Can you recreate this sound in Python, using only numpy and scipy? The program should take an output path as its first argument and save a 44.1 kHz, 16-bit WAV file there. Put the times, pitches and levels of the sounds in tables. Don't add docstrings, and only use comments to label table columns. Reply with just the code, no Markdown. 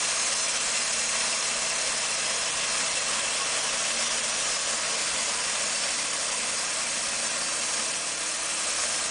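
import sys
import numpy as np
from scipy import signal
from scipy.fft import rfft, irfft, next_fast_len
from scipy.io import wavfile
from scipy.ndimage import uniform_filter1d

SR = 44100
rng = np.random.default_rng(int(sys.argv[2]) if len(sys.argv) > 2 else 0)


def pcm_store(signal):
    levels = np.round(np.clip(np.atleast_2d(signal), -1, 1) * 32767)
    wavfile.write(sys.argv[1], SR, levels.astype(np.int16).T)


def undo_db(level):
    steps = np.asarray(level, float) / 20
    return 10 ** steps


N = 401310
STEP = 64

ENGINE_PER_ROLLER, WHEEL_PER_ROLLER, PULLEY_PER_ROLLER = .26, .163, .221
TONE_REACH, RING_REACH = .2, .15
ROLL_OFF_HZ, CUTOFF_HZ = 9900, 10240
WEAK_HZ, WEAK_DB = 4500, -4.0

# t/s, speed/(turns per s)
ROLLER_SPEED = [(0.09, 110.52), (0.6, 111.7), (0.86, 112.15), (1.37, 111.36), (2.14, 111.42), (2.65, 111.1),
                (3.41, 111.29), (3.92, 111.56), (4.44, 111.96), (4.69, 111.59), (5.46, 111.7),
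                (6.22, 112.3), (6.48, 112.69), (6.99, 112.49), (7.24, 111.98), (7.76, 112.04),
                (8.52, 112.77), (8.99, 112.52)]
# multiple/1, rms level/dB, swell/dB, place along the cut/(0-1)
ENGINE_ORDERS = [(2, -71, 3, 0), (4, -70, -2, 0.3), (5, -60, -3, 0.8), (6, -63, -1, 1), (7, -68, -6, 1),
                 (9, -74, 10, 0.25), (10, -64, 5, 0.75), (10.55, -67, 5, 0.65), (11.15, -65, 9, 1),
                 (12, -67, -3, 0.85), (13, -66, -9, 0.8), (14, -70, 4, 0.1), (15, -64, 2, 0.5),
                 (16, -65, 4, 0.3), (19, -63, -4, 0.05), (23, -60, 8, 0.25), (24, -58, -7, 0.15),
                 (33, -71, 12, 0.2), (38, -63, 11, 0.35), (48, -60, 5, 0.85), (55, -56, 6, 0.9)]
# multiple/1, rms level/dB, swell/dB, place along the cut/(0-1)
EXHAUST_ORDERS = [(8, -56.5, 0, 0)]
# middle t/s, length/s, level/dB
EXHAUST_LULLS = [
    (1.9, .5, -4),
    (2.9, 1.5, -7),
    (4.05, .7, 3),
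    (4.6, .5, -7),
    (6.1, .5, -5),
    (8.35, 1, -8),
]
# multiple/1, rms level/dB, swell/dB, place along the cut/(0-1)
ROLLER_ORDERS = [(14, -60, 4, 0.55), (15, -54, -9, 1.0), (16, -53, -1, 0.95), (17, -52, -2, 0.35),
                 (23, -51, -5, 0.15), (24, -50, -6, 0.9), (27, -57, 6, 0.4), (29, -56, 7, 0.25),
                 (30, -52, -11, 0.8), (31, -55, 2, 0.0), (32, -51, -7, 0.9), (34, -60, 5, 0.3),
                 (35, -55, 1, 0.3), (36, -58, 6, 0.2), (37, -53, 6, 0.1), (38, -53, 2, 0.3),
                 (39, -57, 4, 1.0), (40, -58, 2, 0.25), (41, -61, 12, 0.65), (42, -60, 8, 0.8),
                 (43, -51, -8, 0.95), (45, -58, 5, 0.55), (46, -51, -8, 0.95), (47, -55, 2, 0.95),
                 (48, -54, 6, 0.65), (52, -51, -4, 0.95), (53, -52, 4, 0.4), (54, -57, 7, 0.3),
                 (60, -52, -3, 0.95), (62, -55, 5, 0.5)]
# t/s, bite of the teeth level/dB, hardness of the grain level/dB
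CUT_COURSE = [(0.0, -27, 1), (0.05, -26.5, 1), (2.51, -28, -0.5), (2.61, -27.5, -0.5), (5.42, -27.5, -0.5),
              (6.21, -29, 0), (7.86, -28.5, 0), (8.08, -30.5, 0.5), (8.54, -29, 0), (8.87, -26.5, 0),
              (9.1, -28.5, 1)]
PART_HZ = [700, 2300, 4000, 6000]
# share of bite/1, share of hardness/1, gain as the head travels/dB
PART_SHARES = [
    (1.1, -1.0, 0.5),
    (0.89, -.4, -.5),
    (1.1, .3, -0.3),
    (.95, .6, 1.5),
]
# f/Hz, level/(dB per Hz)
KERF_SPECTRUM = [(25, -8.5), (95, -16.5), (165, -18), (215, -7.5), (400, -18.5), (520, -2.5), (813, -5),
                 (1490, -3), (2400, -2.5), (3750, -6), (4500, -6), (5600, -3), (8000, -2), (9700, -3)]
# f/Hz, width/Hz, level/dB, swell/dB, place along the cut/(0-1)
SAW_MODES = [(217, 39, -61.5, -4, .31), (580.5, 99, -49.5, 2.5, 0.54), (636.5, 63, -50, -5, 0.7),
             (1000, 71, -49, -1.5, .95), (1101.5, 25, -51, 4, 0.44), (1223, 103, -47, -2.5, 0.72),
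             (1657, 60, -54.5, -6, 0.9), (2069, 74, -49, -10, 1), (2390, 216, -47, 3, 0),
             (2690, 94, -47, 4.5, .15), (2991, 49, -54.5, 8, 0.45), (3290, 250, -51.5, 6, 0.43),
             (455.3, 30, -58, 2.5, .45),
             (4150, 110, -51, 2, .02), (4744, 81, -51, 3, .6), (5137, 120, -44.5, -5.5, .83),
               (5380, 100, -49.5, 6, .08), (5590, 91, -49, 4.5, .4), (5887, 170, -48.5, 2, .2),
               (6210, 200, -48, 6.5, .05), (6614, 310, -42, -2, .72), (7116, 150, -45, -10, 0.94),
               (7790, 410, -46.5, 6, .1), (8010, 200, -46, -3, .6), (8380, 350, -47, 5.5, 0.8),
               (8940, 390, -49.5, 4, 0.2)]
# middle t/s, length/s, f/Hz, width/Hz, peak level/dB
SINGING_TONES = [(.1, .6, 4110, 30, -48), (.2, .5, 6500, 150, -41), (.7, 1.4, 7750, 120, -46),
                 (1.0, 1.0, 6700, 150, -42), (1.4, 1, 5550, 90, -43), (1.5, .9, 4150, 50, -48),
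                 (2.8, .9, 8100, 150, -45), (2.9, 1.0, 4240, 40, -44), (2.9, 1.6, 2690, 40, -46.5),
                 (4.2, 1.4, 5840, 70.4, -42), (4.8, 1.0, 6900, 150, -45), (4.9, .9, 4800, 50, -49),
                 (5.85, 1.1, 5390, 40, -43), (5.8, 0.71, 4600, 30, -49), (6.3, 1.8, 8770, 90, -45.5),
                 (7.6, 1.1, 8420, 130, -47), (7.5, .9, 4620, 60, -46), (7.7, .6, 5950, 80, -45),
                 (8.8, .8, 8130, 130, -42), (8.85, .7, 5330, 130, -42)]
# middle t/s, length/s, low f/Hz, high f/Hz, level/dB
OPPOSED_BURSTS = [(0.434, 0.068, 4930, 7240.0, -38.3), (1.49, 0.039, 8010.0, 9910.0, -42.0),
                  (2.907, 0.044, 7320.0, 9220.0, -41.3), (3.927, 0.042, 8010.0, 9910.0, -42.0),
                  (3.997, 0.041, 4390.0, 6460.0, -40.8), (4.555, 0.04, 4310.0, 6030.0, -40.6),
                  (5.183, 0.042, 4000, 5340.0, -44.9), (5.624, 0.044, 6200.0, 8530.0, -41.8),
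                  (5.879, 0.041, 8180.0, 9910.0, -43.2), (6.595, 0.086, 4020, 5360, -45),
                  (6.622, 0.044, 7920.0, 9910.0, -43), (6.831, 0.044, 7320.0, 9390.0, -40.1),
                  (7.27, 0.044, 4900, 7920.0, -39.6), (7.388, 0.044, 8100.0, 9910.0, -41.3),
                  (8.433, 0.041, 7920.0, 9820.0, -43.1)]


def rms_one(x):
    return x / np.sqrt(np.mean(x ** 2) + 1e-20)


def in_time(rows):
    t, *columns = np.transpose(rows)
    return [np.interp(np.arange(N) / SR, t, column) for column in columns]


def stretch(points):
    ends = np.append(points, [points[-1], points[-1]])
    lines = ends[:-1, None] + np.diff(ends)[:, None] * np.arange(STEP) / STEP
    return lines.ravel()[:N]


def drift(rate_hz):
    pole = np.exp(-2 * np.pi * rate_hz * STEP / SR)
    run_in = 3000
    noise = rng.standard_normal(N // STEP + run_in)
    slow = signal.lfilter([1], [1, -2 * pole, pole * pole], noise)[run_in:]
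    return rms_one(slow - slow.mean())


def swell(db, swell_db, place, reach):
    travel = np.linspace(0, 1, N // STEP)
    return db + swell_db * np.exp(-((travel - place) / reach) ** 2 / 2)


def hump(middle, length):
    t = np.arange(N // STEP) * STEP / SR
    return np.cos(np.pi * np.clip((t - middle) / length, -.5, .5)) ** 2


def throb(turns, depth_db):
    return depth_db * (np.cos(2 * np.pi * turns) + .6 * np.cos(4 * np.pi * turns))


def band(x, low_hz, high_hz):
    return signal.sosfilt(signal.butter(2, [low_hz, high_hz], "band", fs=SR, output="sos"), x)


def ring(noise, hz, width):
    return rms_one(band(noise, hz - width / 2, hz + width / 2))


def tones(turns, orders, gain_db, slow_db, fast_db, blur):
    out = np.zeros(N)
    for multiple, *level in orders:
        level_db = gain_db + swell(*level, TONE_REACH)
        level_db = level_db + slow_db * drift(0.93) + fast_db * drift(7.1)
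        cycles = multiple * turns + rng.random() + stretch(blur * drift(6.8))
        out += stretch(undo_db(level_db)) * np.sin(2 * np.pi * cycles)
    return np.sqrt(2) * out


def engine(turns):
    return tones(turns, ENGINE_ORDERS, gain_db=0.0, slow_db=0.9, fast_db=1.4, blur=.04)


def exhaust(turns):
    lull_db = sum(db * hump(middle, length) for middle, length, db in EXHAUST_LULLS)
    note = tones(turns, EXHAUST_ORDERS, gain_db=0.0, slow_db=.3, fast_db=0.8, blur=.04)
    return stretch(undo_db(lull_db)) * note


def roller_whine(turns):
    return tones(turns, ROLLER_ORDERS, gain_db=-0.4, slow_db=1.5, fast_db=2.5, blur=0.07)


def singing():
    white, out = rng.standard_normal(N), np.zeros(N)
    for middle, length, hz, width, db in SINGING_TONES:
        gain = undo_db(db + 1.5 * drift(12)) * hump(middle, length)
        out += stretch(gain) * ring(white, hz, width)
    return out


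def blade_and_frame(roller):
    white, out = rng.standard_normal(N), np.zeros(N)
    for hz, width, *level in SAW_MODES:
        gain = undo_db(swell(*level, RING_REACH) + 0.44 * drift(2.5) + 2.0 * drift(11.7))
        out += stretch(gain) * ring(white, hz, width)
    bite_db = in_time(CUT_COURSE)[0]
    swing_db = bite_db - uniform_filter1d(bite_db, size=SR)
    throb_db = throb(roller, .35) + throb(WHEEL_PER_ROLLER * roller, .4)
    return out * undo_db(0.9 * swing_db) * undo_db(throb_db)


def cut_levels():
    bite_db, hard_db = np.array(in_time(CUT_COURSE))[:, :N // STEP * STEP:STEP]
    travel = np.linspace(0, 1, N // STEP)
    levels_db = np.array(PART_SHARES) @ [bite_db, hard_db, travel]
    return levels_db - levels_db.mean(axis=1, keepdims=True)


def kerf(roller):
    levels_db = cut_levels()
    white = rng.standard_normal((2, N))
    edges = 25 * 2 ** np.arange(0, 8.8, .25)
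    feed_db = .4 * drift(10) + 0.67 * drift(30)
    spectrum_hz, spectrum_db = np.transpose(KERF_SPECTRUM)
    parts = np.zeros((4, N))
    for k, (low, high) in enumerate(zip(edges, edges[1:])):
        place = np.interp(np.log(low), np.log(PART_HZ), np.arange(4))
        near = np.clip(1 - np.abs(place - np.arange(4)), 0, 1)
        gain_db = np.interp(np.log(low * high) / 2, np.log(spectrum_hz), spectrum_db) + near @ levels_db
        gain_db += (1 - 0.81 * near[3]) * feed_db
        gain_db += 0.27 * drift(0.96) + 0.55 * drift(16)
        parts[np.argmax(near)] += stretch(undo_db(gain_db)) * band(white[k % 2], low, high)
    wheel = WHEEL_PER_ROLLER * roller
    firing = 2 * ENGINE_PER_ROLLER * roller
    parts[0] *= undo_db(throb(firing, 0.59) + throb(wheel, 0.3))
    parts[1:3] *= undo_db(throb(PULLEY_PER_ROLLER * roller, .45) + throb(wheel, .4))
    parts[3] *= undo_db(throb(roller, .62) + throb(wheel, .3))
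    return undo_db(-29.5) * rms_one(parts.sum(axis=0))


def scene():
    roller = np.cumsum(in_time(ROLLER_SPEED)[0]) / SR
    cycles = ENGINE_PER_ROLLER * roller
    machine = engine(cycles) + exhaust(cycles) + roller_whine(roller)
    shudder = stretch(undo_db(.15 * drift(14) + .45 * drift(50)))
    teeth = shudder * (blade_and_frame(roller) + kerf(roller))
    return np.tile(machine + singing() + teeth, (2, 1))


def thin_treble(x):
    hz, _, z = signal.stft(x, SR, nperseg=256, noverlap=192)
    rows = (hz > WEAK_HZ).nonzero()[0][:33]
    frames = z.shape[1] // 4 * 4
    cells = z[rows, :frames].reshape(11, 3, -1, 4)
    power = np.mean(np.abs(cells) ** 2, axis=(1, 3), keepdims=True)
    need = uniform_filter1d(power, size=40, axis=2) * undo_db(2 * WEAK_DB)
    need[0] *= undo_db(-4.0)
    need[-1] *= undo_db(2.5)
    z[rows, :frames] = (cells * np.where(power < need, .06, 1)).reshape(len(rows), -1)
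    return signal.istft(z, SR, nperseg=256, noverlap=192)[1][:N]


def opposed_hiss():
    out, hz = np.zeros(N), np.fft.rfftfreq(4096, 1 / SR)
    for middle, length, low_hz, high_hz, db in OPPOSED_BURSTS:
        size = int(length * SR)
        inside = (hz > low_hz + 250) & (hz < high_hz - 200)
        noise = irfft(rfft(rng.standard_normal(4096)) * inside)[:size]
        at = int(middle * SR) - size // 2
        out[at:at + size] += undo_db(db + 5.0) * rms_one(noise) * np.hanning(size)
    return out * [[1], [-1]]


def roll_off(x):
    return signal.sosfilt(signal.butter(12, 11190, fs=SR, output="sos"), x)


def record(dry):
    size = next_fast_len(N)
    thinned = thin_treble(dry[0]) + opposed_hiss()
    over = (np.fft.rfftfreq(size, 1 / SR) - ROLL_OFF_HZ) / (CUTOFF_HZ - ROLL_OFF_HZ)
    over = np.clip(over, 0, 2)
    response = undo_db(-70 * over ** 2.6) * (over < .85)
    mix = irfft(rfft(thinned, size) * response, size)[:, :N]
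    return roll_off(mix)


dry = scene()
out = record(dry)
pcm_store(out)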